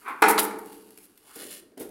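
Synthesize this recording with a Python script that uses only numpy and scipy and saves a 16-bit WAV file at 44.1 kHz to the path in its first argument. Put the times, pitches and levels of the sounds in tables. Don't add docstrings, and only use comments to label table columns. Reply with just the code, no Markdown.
import sys
import numpy as np
from scipy import signal
from scipy.io import wavfile

SR = 44100
rng = np.random.default_rng(int(sys.argv[2]) if len(sys.argv) > 2 else 0)


def waveform_to_disk(signal):
    frames = np.transpose(np.atleast_2d(signal))
    scaled = np.clip(frames, -1, 1) * 32767
    samples = np.round(scaled).astype(np.int16)
    wavfile.write(sys.argv[1], SR, samples)


N = 83790
T = np.arange(N) / SR


# start, rise, hold and fall to -60 dB in seconds, level in dB.
SLOSHES = [(0.0, .03, 0.035, .1, -54.5), (.046, 0.041, .02, 0.16, -32)]
# frequency in Hz, relative density in dB per Hz.
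SLOSH_SPECTRUM = [(60, -41), (160, -30.5), (205, -9.5), (310, -10.5), (420, -5), (560, -21.5), (700, -13.5),
                  (900, -0.5), (1400, 2), (1800, -9), (2400, -7), (2900, -26), (3500, -25), (5700, -39.5),
                  (15000, -51)]


def slosh():
    return in_room(grain_bursts(SLOSHES, 2500, SLOSH_SPECTRUM), wet_db=-4.5)


# time in seconds, level in dB.
TRICKLE_LEVEL = [(0, -59.5), (.2, -63.5), (.55, -62), (.73, -54), (.82, -60.5), (.92, -62), (1.05, -64),
                 (1.13, -67.5), (1.25, -66.5), (1.6, -67), (1.72, -79.5), (1.9, -76)]
# frequency in Hz, relative density in dB per Hz.
TRICKLE_SPECTRUM = [(300, -10), (800, -7), (1400, -1), (2200, -4), (3700, -5), (6000, -7), (8000, -3),
                    (11000, 4), (15500, -8)]
# frequency in Hz, width in Hz, gain in dB.
AIR_POCKETS = [(2850, 150, -17.5), (4555, 160, -18.5)]


def trickle():
    drops = grains(1300) * level(TRICKLE_LEVEL)
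    return colour(drops, TRICKLE_SPECTRUM) + resonant(drops, AIR_POCKETS)


def water():
    flow = trickle()
    return slosh() + in_room(flow, wet_db=-6.5)


# time in seconds, clatter level in dB,
# clatter fall to -60 dB in seconds, ring level in dB.
KNOCKS = [(.221, -13.5, 0.049, -21), (0.224, -10.5, 0.0387, -43), (.237, -19, .04, -50),
          (.284, -22.5, 0.1513, -42), (.38, -26, 0.0534, -38.5), (.509, -34.5, 0.0555, -49.5)]
# frequency in Hz, relative density in dB per Hz.
KNOCK_SPECTRUM = [(40, -38.5), (150, -35.5), (200, -9.5), (255, -13.5), (310, -4.5), (370, -3.5), (445, -2),
                  (520, -12), (700, -12.5), (860, 3), (1020, -4.5), (1400, -2), (1800, -6.5), (2400, -6),
                  (2950, -23), (6000, -30.5), (10000, -28), (15000, -42)]
# frequency in Hz, relative level in dB, T60 in seconds.
BUCKET_MODES = [(209.4, -12.5, .9), (304.4, -8, 0.92), (415.4, -6.5, .85), (435.5, -2, 1.12),
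                (787, -13, .9), (868, -4, .7), (925, -7, .68), (918, -9, .48), (1150, -8, .45),
                (1317, -9, .48), (1333, -7.5, .45), (1460, -9.5, .47), (1665, -8, .36), (2235, -8, 0.3)]


def bucket_knock():
    blows = sum(burst(start, 0.0009, 0.0016, fall, db) for start, db, fall, _ in KNOCKS)
    ring = sum(ringing(start, ring_db, BUCKET_MODES) for start, _, _, ring_db in KNOCKS)
    clatter = colour(blows * rng.choice([-1., 1.], N), KNOCK_SPECTRUM)
    return in_room(clatter, wet_db=-1.4) + ring


# start, rise, hold and fall to -60 dB in seconds, level in dB.
SCRAPES = [(.378, 0.00056, 0.01, 0.096, -20.5)]
# frequency in Hz, relative density in dB per Hz.
SCRAPE_SPECTRUM = [(200, -13), (800, 5.5), (1500, 2), (2800, -0.5), (4200, -1), (6500, -10), (10000, -7),
                   (15000, -26.5)]


def rim_scrape():
    return in_room(grain_bursts(SCRAPES, 9000, SCRAPE_SPECTRUM), wet_db=-12.5)


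# time in seconds, level in dB.
TICKS = [(.082, -44), (.572, -59), (0.659, -43.5), (.729, -46), (0.906, -47.5), (0.9751, -41.5),
         (.985, -47), (1.176, -46.5), (1.358, -41), (1.777, -42), (1.892, -50)]
# frequency in Hz, relative density in dB per Hz.
TICK_SPECTRUM = [(200, -14), (700, -7), (2200, -2), (4500, -5.5), (7000, -7), (10500, 5), (15500, -4.5)]


def drips_and_ticks():
    strikes = sum(burst(start, .0003, 0.00038, 0.021, db) for start, db in TICKS)
    return in_room(colour(strikes * rng.standard_normal(N), TICK_SPECTRUM), wet_db=-4.5)


# start, rise, hold and fall to -60 dB in seconds, level in dB.
RUSTLES = [(.082, 0.0014, .003, .14, -52), (.22, 0.00079, 0.0029, 0.016, -23),
           (.278, 0.0086, .027, 0.061, -23.5), (.381, .014, 0.0099, .02, -21), (.41, 0.02, .022, .02, -30),
           (.45, .01, 0.017, .18, -50), (.585, .002, .008, .015, -44), (.99, 0.044, 0.022, .05, -54),
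           (1.355, 0.0024, 0.0072, .03, -42), (1.792, .005, .022, 0.21, -44)]
# frequency in Hz, relative density in dB per Hz.
RUSTLE_SPECTRUM = [(300, -39), (3000, -17), (6500, -12.5), (8500, -6), (10500, 0), (13000, -2),
                   (15500, -9.5)]


def clothing():
    return in_room(grain_bursts(RUSTLES, 6000, RUSTLE_SPECTRUM), wet_db=-10.5)


# time in seconds, level in dB.
SLIDE_LEVEL = [(1.2, -73), (1.28, -57), (1.345, -54), (1.38, -48.5), (1.425, -42), (1.485, -50),
               (1.52, -42), (1.59, -50.5), (1.62, -63), (1.7, -84)]
# frequency in Hz, relative density in dB per Hz.
SLIDE_SPECTRUM = [(470, -22), (800, -19), (1150, -11), (1650, -11.5), (2900, -3), (3750, -6), (4600, -2.5),
                  (6400, -8), (8200, -3.5), (9500, 0.5), (11200, 0.5), (12400, -6), (13100, -3.5),
                  (15500, -9)]
# frequency in Hz, width in Hz, gain in dB.
SOLE_MODES = [(1870, 47, -18.5), (2200, 54, -19.5), (2930, 110, -15.5), (3460, 80, -17), (4190, 91, -18.5),
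              (7270, 130, -18), (9490, 120, -16), (10510, 160, -17.5)]
# time in seconds, centre frequency in Hz, level in dB.
HOLLOW_NOTE = [(1.22, 755, -73), (1.28, 950, -61), (1.315, 1230, -55.5), (1.35, 1400, -61.5),
               (1.425, 1640, -54), (1.5, 1900, -72)]


def shoe_slide():
    time, hz, db = np.transpose(HOLLOW_NOTE)
    carrier = np.exp(2j * np.pi * np.cumsum(np.interp(T, time, hz)) / SR)
    pole = np.exp(-np.pi * 730 / SR)
    band = signal.lfilter([1], np.poly([pole, pole]), grains(2700) / carrier)
    note = evened((carrier * band).real) * amp(np.interp(T, time, db))
    slips = grains(2700) * level(SLIDE_LEVEL)
    grit = colour(slips, SLIDE_SPECTRUM) + resonant(slips, SOLE_MODES)
    slide = (grit + note * (T < time[-1])) * (T > time[0])
    return in_room(slide, wet_db=-12.5)


# start, rise, hold and fall to -60 dB in seconds, level in dB.
STEPS = [(0.859, 0.021, .02, 0.059, -58.5), (0.972, 0.0031, 0.0062, .03, -64),
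         (1.356, 0.0034, 0.01, 0.026, -42), (1.39, 0.012, 0.02, 0.36, -47.5),
         (1.716, .003, 0.0035, 0.025, -56), (1.772, 0.0025, 0.011, 0.086, -40.5),
         (1.799, 0.0029, .014, 0.15, -34.5)]
# frequency in Hz, relative density in dB per Hz.
STEP_SPECTRUM = [(60, -24.5), (160, -21), (210, -6.5), (285, 1), (460, -0.5), (620, -7.5), (900, -20),
                 (1200, -28), (1600, -22.5), (3000, -29), (6000, -33), (11000, -35), (15500, -43)]
# frequency in Hz, relative level in dB, T60 in seconds.
STEP_MODES = [(212, -17.5, 1), (293.5, -9.5, 1.0), (378, -14, .6), (455.6, -5.5, 0.45), (643, -14, 0.3),
              (750, -19, .28)]


def footfalls():
    contact = in_room(grain_bursts(STEPS, 5000, STEP_SPECTRUM), wet_db=-4.5)
    ring = sum(ringing(start, db - 4, STEP_MODES) for start, _, _, _, db in STEPS)
    return contact + ring


# frequency in Hz, relative density in dB per Hz.
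BACKGROUND_SPECTRUM = [(25, -6), (60, -5), (130, -2), (165, -14.5), (210, 4.5), (290, 11), (440, 2.5),
                       (600, -8), (1400, -8), (3000, -20), (8000, -24), (15500, -27)]


def background():
    return amp(-65) * colour(rng.standard_normal(N), BACKGROUND_SPECTRUM)


# frequency in Hz, T60 in seconds.
ROOM_T60 = [(100, 1.8), (220, 1.2), (330, 1.23), (450, 1.15), (600, 0.72), (900, 0.72), (1500, 0.6),
            (2500, 0.44), (5000, 0.44), (11000, .32), (16000, .2)]
# delay in seconds, linear gain.
ECHOES = [(.0017, -0.008), (.0031, -0.029), (.0053, -0.02)]


def in_room(x, wet_db):
    near = x.copy()
    for delay, gain in ECHOES:
        near += gain * np.pad(x, (round(delay * SR), 0))[:N]
    near /= np.sqrt(1 + sum(gain ** 2 for _, gain in ECHOES))
    reflections = rng.choice([-1., 1.], SR) * (rng.random(SR) < .15)
    hz, t, bands = signal.stft(reflections, SR, nperseg=256)
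    decay = np.exp(-np.log(1000) * t / read(ROOM_T60, hz)[:, None])
    tail = signal.istft(bands * decay, SR, nperseg=256)[1]
    tail *= np.arange(len(tail)) / SR > .005
    return near + amp(wet_db) * signal.fftconvolve(near, tail / np.linalg.norm(tail))[:N]


def ringing(start, db, modes):
    t = np.maximum(T - start, 0)
    tones = np.zeros(N)
    for hz, mode_db, t60 in modes:
        decay = amp(mode_db) * np.exp(-np.log(1000) * t / t60)
        tones += decay * np.sin(2 * np.pi * (hz * t + rng.random()))
    return amp(db) * np.minimum(t / .008, 1) * tones


def resonant(x, modes):
    total = np.zeros(N)
    for hz, width, db in modes:
        peak = signal.lfilter(*signal.iirpeak(hz, hz / width, SR), x)
        total += amp(db) * np.sqrt(SR / np.pi / width) * peak
    return total


def grain_bursts(rows, per_s, spectrum):
    envelope = sum(burst(*row) for row in rows)
    return colour(grains(per_s) * envelope, spectrum)


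def grains(per_s):
    size = amp(2.5 * np.minimum(rng.exponential(1, N), 4))
    sign = rng.choice([-1., 1.], N)
    struck = rng.random(N) < per_s / SR
    return evened(size * sign * struck)


def burst(start, rise, hold, fall, db):
    t = T - start
    decay = np.exp(-np.log(1000) * np.maximum(t - rise - hold, 0) / fall)
    return np.clip(t / rise, 0, 1) * amp(db) * decay


def colour(x, points, size=4096):
    hz = abs(np.fft.fftfreq(size, 1 / SR))
    log_gain = np.log(amp(np.maximum(read(points, hz), -100)))
    taps = np.fft.ifft(np.exp(np.conj(signal.hilbert(log_gain)))).real[:size // 2]
    return signal.fftconvolve(x, taps / np.linalg.norm(taps))[:N]


def read(points, hz):
    f, value = np.transpose(points)
    return np.interp(np.log(hz + 1), np.log(f + 1), value)


def level(points):
    return amp(np.interp(T, *np.transpose(points)))


def evened(x):
    return x / np.sqrt(np.mean(x ** 2) + 1e-20)


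def amp(db):
    return 10 ** (np.asarray(db) / 20)


def scene():
    floor = background()
    wet = water()
    bucket = bucket_knock() + rim_scrape()
    ticks = drips_and_ticks()
    person = clothing() + shoe_slide() + footfalls()
    return (wet + bucket + ticks + person + floor)[None]


def record(dry):
    taps = signal.firwin(511, 15950, window=("kaiser", 9), fs=SR)
    return signal.oaconvolve(dry, taps[None], "same")


dry = scene()
out = record(dry)
waveform_to_disk(out)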